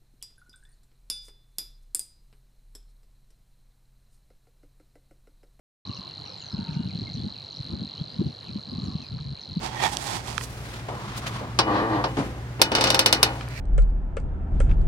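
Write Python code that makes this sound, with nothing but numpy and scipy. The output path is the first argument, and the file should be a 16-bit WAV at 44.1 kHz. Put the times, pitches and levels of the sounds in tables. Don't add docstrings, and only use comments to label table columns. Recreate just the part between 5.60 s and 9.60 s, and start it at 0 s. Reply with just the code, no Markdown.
import sys
import numpy as np
from scipy import signal
from scipy.io import wavfile

SR = 44100
rng = np.random.default_rng(int(sys.argv[2]) if len(sys.argv) > 2 else 0)


def master_out(mix):
    frames = np.transpose(np.atleast_2d(mix))
    ceiling = np.clip(frames, -1, 1)
    pcm = np.round(ceiling * 32767).astype(np.int16)
    wavfile.write(sys.argv[1], SR, pcm)


N = 176400


def amp(db):
    return 10 ** (np.asarray(db, float) / 20)


def rms_one(x):
    return x / np.sqrt(np.mean(x ** 2) + 1e-20)


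def at_hz(points, hz):
    freqs, values = np.transpose(points)
    return np.interp(np.log(hz), np.log(freqs), values)


def butter(x, hz, kind, order=2):
    return signal.sosfilt(signal.butter(order, hz, kind, fs=SR, output="sos"), x)


def drift(rate_hz):
    pole = np.exp(-80 * np.pi * rate_hz / SR)
    slow = signal.lfilter([1], [1, -2 * pole, pole * pole], rng.standard_normal(N // 40 + 2002))[2000:]
    return np.interp(np.arange(N) / 40, np.arange(len(slow)), rms_one(slow))


def stereo(mid, side, alike):
    return np.sqrt(1 + alike) * mid + np.sqrt(1 - alike) * side * [[1], [-1]]


def add(out, s, sound, pan_db=0):
    i = int(s * SR)
    piece = sound[max(-i, 0):N - i]
    out[:, max(i, 0):max(i, 0) + len(piece)] += piece * amp([[pan_db / 2], [-pan_db / 2]])


def rustling_floor():
    # (frequency [Hz], relative level per Hz [dB])
    spectrum = [(40, -25.5), (110, 2), (230, -10.5), (950, -14), (1400, -21), (2300, -24), (3200, -18.5),
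                (4800, -24.5), (6400, -37.5), (7500, -47.5), (10500, -43), (12500, -58), (15000, -82)]
    # (frequency [Hz], left-right likeness [0..1])
    likeness = [(100, 0.92), (400, 0.11), (3500, 0.41), (6000, 0.98)]
    level_db, flicker_db = -47.5, 2.5
    edges = 35 * 2 ** np.arange(0, 8.9, 1 / 3)
    shared_swell = drift(2)
    white = rng.standard_normal((2, 2, N))
    out = np.zeros((2, N))
    for k, (low, high) in enumerate(zip(edges, edges[1:])):
        mid, side = butter(white[k % 2], [low, high], "band")
        hz = np.sqrt(low * high)
        gain = amp(at_hz(spectrum, hz) + flicker_db * (0.32 * shared_swell + drift(14)))
        out += gain * stereo(mid, side, at_hz(likeness, hz))
    return amp(level_db) * rms_one(out)


def hoarse_calls_and_burst():
    # (start [s], length [s], centre [Hz], bandwidth [Hz], level [dB])
    bursts = [(0.12, 0.44, 1085, 180, -52.5), (0.897, 0.39, 915, 33, -54), (0.75, .65, 1460, 300, -58),
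              (3.01, 0.5, 1095, 170, -56), (3.575, 0.028, 1300, 710, -53)]
    out = np.zeros((2, N))
    for s, length, hz, width_hz, db in bursts:
        swell = np.sin(np.pi * np.clip((np.arange(N) / SR - s) / length, 0, 1))
        band = [hz - width_hz / 2, hz + width_hz / 2]
        mid, side = rms_one(butter(rng.standard_normal((2, N)), band, "band"))
        out += amp(db) * swell * (mid + 0.6 * side * [[1], [-1]])
    return out


def note_envelope(ms, rise, fall):
    return np.exp(-.5 * (ms / np.where(ms < 0, rise, fall)) ** 2)


def warbler_reel():
    # (syllable [number], time [s])
    tempo = [(0, .2538), (18, .6213), (56, 1.3977), (84, 1.9710), (100, 2.2980), (118, 2.6674),
             (142, 3.1591), (163, 3.5904), (183, 4.0015)]
    # (time [s], level [dB])
    loudness = [(.25, -30), (1.07, -30), (1.19, -34.5), (1.4, -28), (1.68, -30.5), (2.3, -29),
                (2.67, -34.5), (3.16, -30), (3.59, -33.5), (4, -30)]
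    # (peak offset [ms], rise [ms], fall [ms], start pitch [Hz], end pitch [Hz],
    # glide lead [ms], glide time [ms], level [dB], overtone level [dB], overtone lead [ms])
    notes = [(-7.7, .7, .55, 2200, 4500, 1.5, .55, -4, -15, 1.42),
             (-5.8, .6, .9, 4300, 4300, 1, 1, -14, -40, 0), (0, .9, 1.1, 2900, 4110, 2.1, .35, 0, -39, .3)]
    # (delay [ms], level [dB])
    echoes = [(3.6, -18), ]
    jitter_ms, jitter_db, jitter_pitch = .18, 1.1, .007
    out = np.zeros((2, N))
    ms = np.arange(-5, 6, 1000 / SR)
    beats = np.interp(np.arange(184), *np.transpose(tempo))
    for s in beats:
        detune, phase_shift, accent = rng.standard_normal((3, 3))
        late_ms = jitter_ms * rng.standard_normal()
        fader_db = np.interp(s, *np.transpose(loudness))
        for k, (at, rise, fall, low_hz, top_hz, lead, glide, db, over_db, over_lead) in enumerate(notes):
            hz = top_hz - (top_hz - low_hz) * np.exp(-np.maximum(ms + lead, 0) / glide)
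            phase = 2 * np.pi * np.cumsum(hz) / SR * (1 + jitter_pitch * detune[k]) + 9 * phase_shift[k]
            tone = note_envelope(ms, rise, fall) * np.sin(phase)
            overtone = amp(over_db) * note_envelope(2 * (ms + over_lead), rise, fall) * np.sin(2 * phase)
            gain = amp(db + fader_db + jitter_db * accent[k])
            add(out, s + (at + ms[0] + late_ms) / 1000, gain * (tone + overtone), pan_db=-.7)
    early = sum(amp(db) * np.roll(out, int(delay * SR / 1000), axis=1) for delay, db in echoes)
    return out + early + amp(-15.5) * stem_scatter(out, alike=.13)


def stem_scatter(x, alike, t60_s=.14):
    t = np.arange(SR // 2) / SR
    envelope = amp(-60 * t / t60_s) * np.minimum(t * 200, 1)
    mid, side = rng.standard_normal((2, len(t))) * envelope
    tails = stereo(mid, side, alike)
    return signal.fftconvolve(x, tails / np.sqrt(np.sum(tails ** 2) / 2), axes=1)[:, :N]


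def whistle(ms, start_hz, end_hz):
    progress = np.linspace(0, 1, int(ms * SR / 1000))
    hz = start_hz * (end_hz / start_hz) ** (1 - (1 - progress) ** 1.2)
    level_db = -46 - 1.3 * np.log2(ms) - 2.5 * np.log2(start_hz / 4000)
    envelope = np.sqrt(np.sin(np.pi * progress) + 1e-9)
    return amp(level_db) * envelope * np.sin(2 * np.pi * np.cumsum(hz) / SR)


def other_birds():
    # (time [s], length [ms], start pitch [Hz], end pitch [Hz])
    whistles = [(.265, 18, 4900, 6200), (.338, 14, 4900, 6000), (.358, 32, 6800, 4500),
                (.645, 62, 5850, 5550), (.698, 64, 5600, 4750), (.768, 138, 7500, 5800),
                (.905, 55, 5500, 4900), (1.07, 24, 3600, 2200), (1.125, 24, 3400, 2000),
                (1.132, 30, 6800, 4400), (1.15, 95, 2800, 2900), (1.263, 18, 2700, 3200),
                (1.293, 22, 2750, 2050), (1.465, 22, 2250, 2050), (1.533, 24, 7000, 5400),
                (1.585, 45, 3550, 3350), (1.735, 27, 3600, 2500), (1.914, 23, 7000, 4800),
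                (1.94, 35, 4900, 5900), (2.355, 65, 2750, 3550), (2.475, 95, 4600, 5000),
                (2.863, 31, 3300, 2300), (3.085, 45, 4800, 4950), (3.232, 62, 7700, 4800),
                (3.415, 45, 2750, 2350), (3.419, 17, 6700, 4800), (3.435, 60, 4750, 5000),
                (3.805, 45, 7000, 3700)]
    chips = [.29, .357, .5, .652, .81, .972]
    out = np.zeros((2, N))
    for s, *call in whistles:
        add(out, s, whistle(*call), pan_db=3 * rng.standard_normal())
    for s in chips:
        add(out, s, whistle(ms=20, start_hz=3200, end_hz=2650), pan_db=6)
    out *= amp(2.2 * drift(28))
    return out + amp(-1) * stem_scatter(out, alike=0)


def wind():
    # (time [s], level [dB], pitch [Hz])
    buffets = [(0.992, -18, 214), (1.093, -20, 167), (1.168, -14.5, 152), (1.2, -16, 208),
               (1.258, -19.5, 157), (1.354, -20, 154), (1.55, -21, 148), (1.669, -22.5, 214),
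               (2.22, -23, 208), (2.414, -18, 144), (2.594, -14.5, 202), (2.615, -15, 255),
               (2.664, -17.5, 159), (2.96, -20, 191), (3.185, -21, 218), (3.354, -17.5, 159),
               (3.971, -15, 175)]
    # (start [s], end [s], level [dB], top of the rumble [Hz])
    gusts = [(0.266, 0.326, -28.5, 234), (0.359, 0.428, -30, 197), (0.811, 0.87, -39, 170),
             (0.913, 1.73, -34, 223), (1.965, 2.028, -29.5, 157), (2.043, 2.31, -36.5, 247),
             (2.335, 2.492, -41.5, 190), (2.517, 2.718, -27.5, 236), (2.867, 3.011, -35, 231),
             (3.062, 3.454, -33, 223), (3.457, 3.757, -32, 157.4), (3.868, 4.033, -32.5, 160)]
    decay_s, wobble_octaves = .007, .17
    lump_db, gust_fade_s = 5, .051
    t = np.arange(N) / SR
    wobbly_time = np.cumsum(2 ** (wobble_octaves * drift(77))) / SR
    blows = np.zeros(N)
    for s, db, hz in buffets:
        near = slice(int((s - .1) * SR), int((s + .1) * SR))
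        age = t[near] - s
        envelope = np.exp(-np.abs(age) / decay_s * np.where(age < 0, 2, 1))
        swing = np.cos(2 * np.pi * hz * (wobbly_time[near] - wobbly_time[int(s * SR)]))
        blows[near] += amp(db) * envelope * swing
    turbulence = butter(rng.standard_normal((3, N)), 82, "high", order=3) * amp(lump_db * drift(23.2))
    rumble = np.zeros((3, N))
    for start, end, db, top_hz in gusts:
        fade = np.clip(np.minimum(t - start, end - t) / gust_fade_s, 0, 1)
        rumble += amp(db) * fade * rms_one(butter(turbulence, top_hz, "low", order=4))
    exposed = butter(blows + rumble[0], 70, "high", order=3)
    sheltered = butter(exposed, 345, "low", order=1)
    return np.array([exposed, sheltered]) + amp(-11) * rumble[1:]


def scene():
    return warbler_reel() + other_birds() + hoarse_calls_and_burst() + wind() + rustling_floor()


def record(dry, start_s=.2505, stopband_hz=15400):
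    gate = np.clip((np.arange(N) / SR - start_s) * 500, 0, 1)
    return signal.sosfilt(signal.cheby2(12, 70, stopband_hz, fs=SR, output="sos"), dry * gate)


dry = scene()
out = record(dry)
master_out(out)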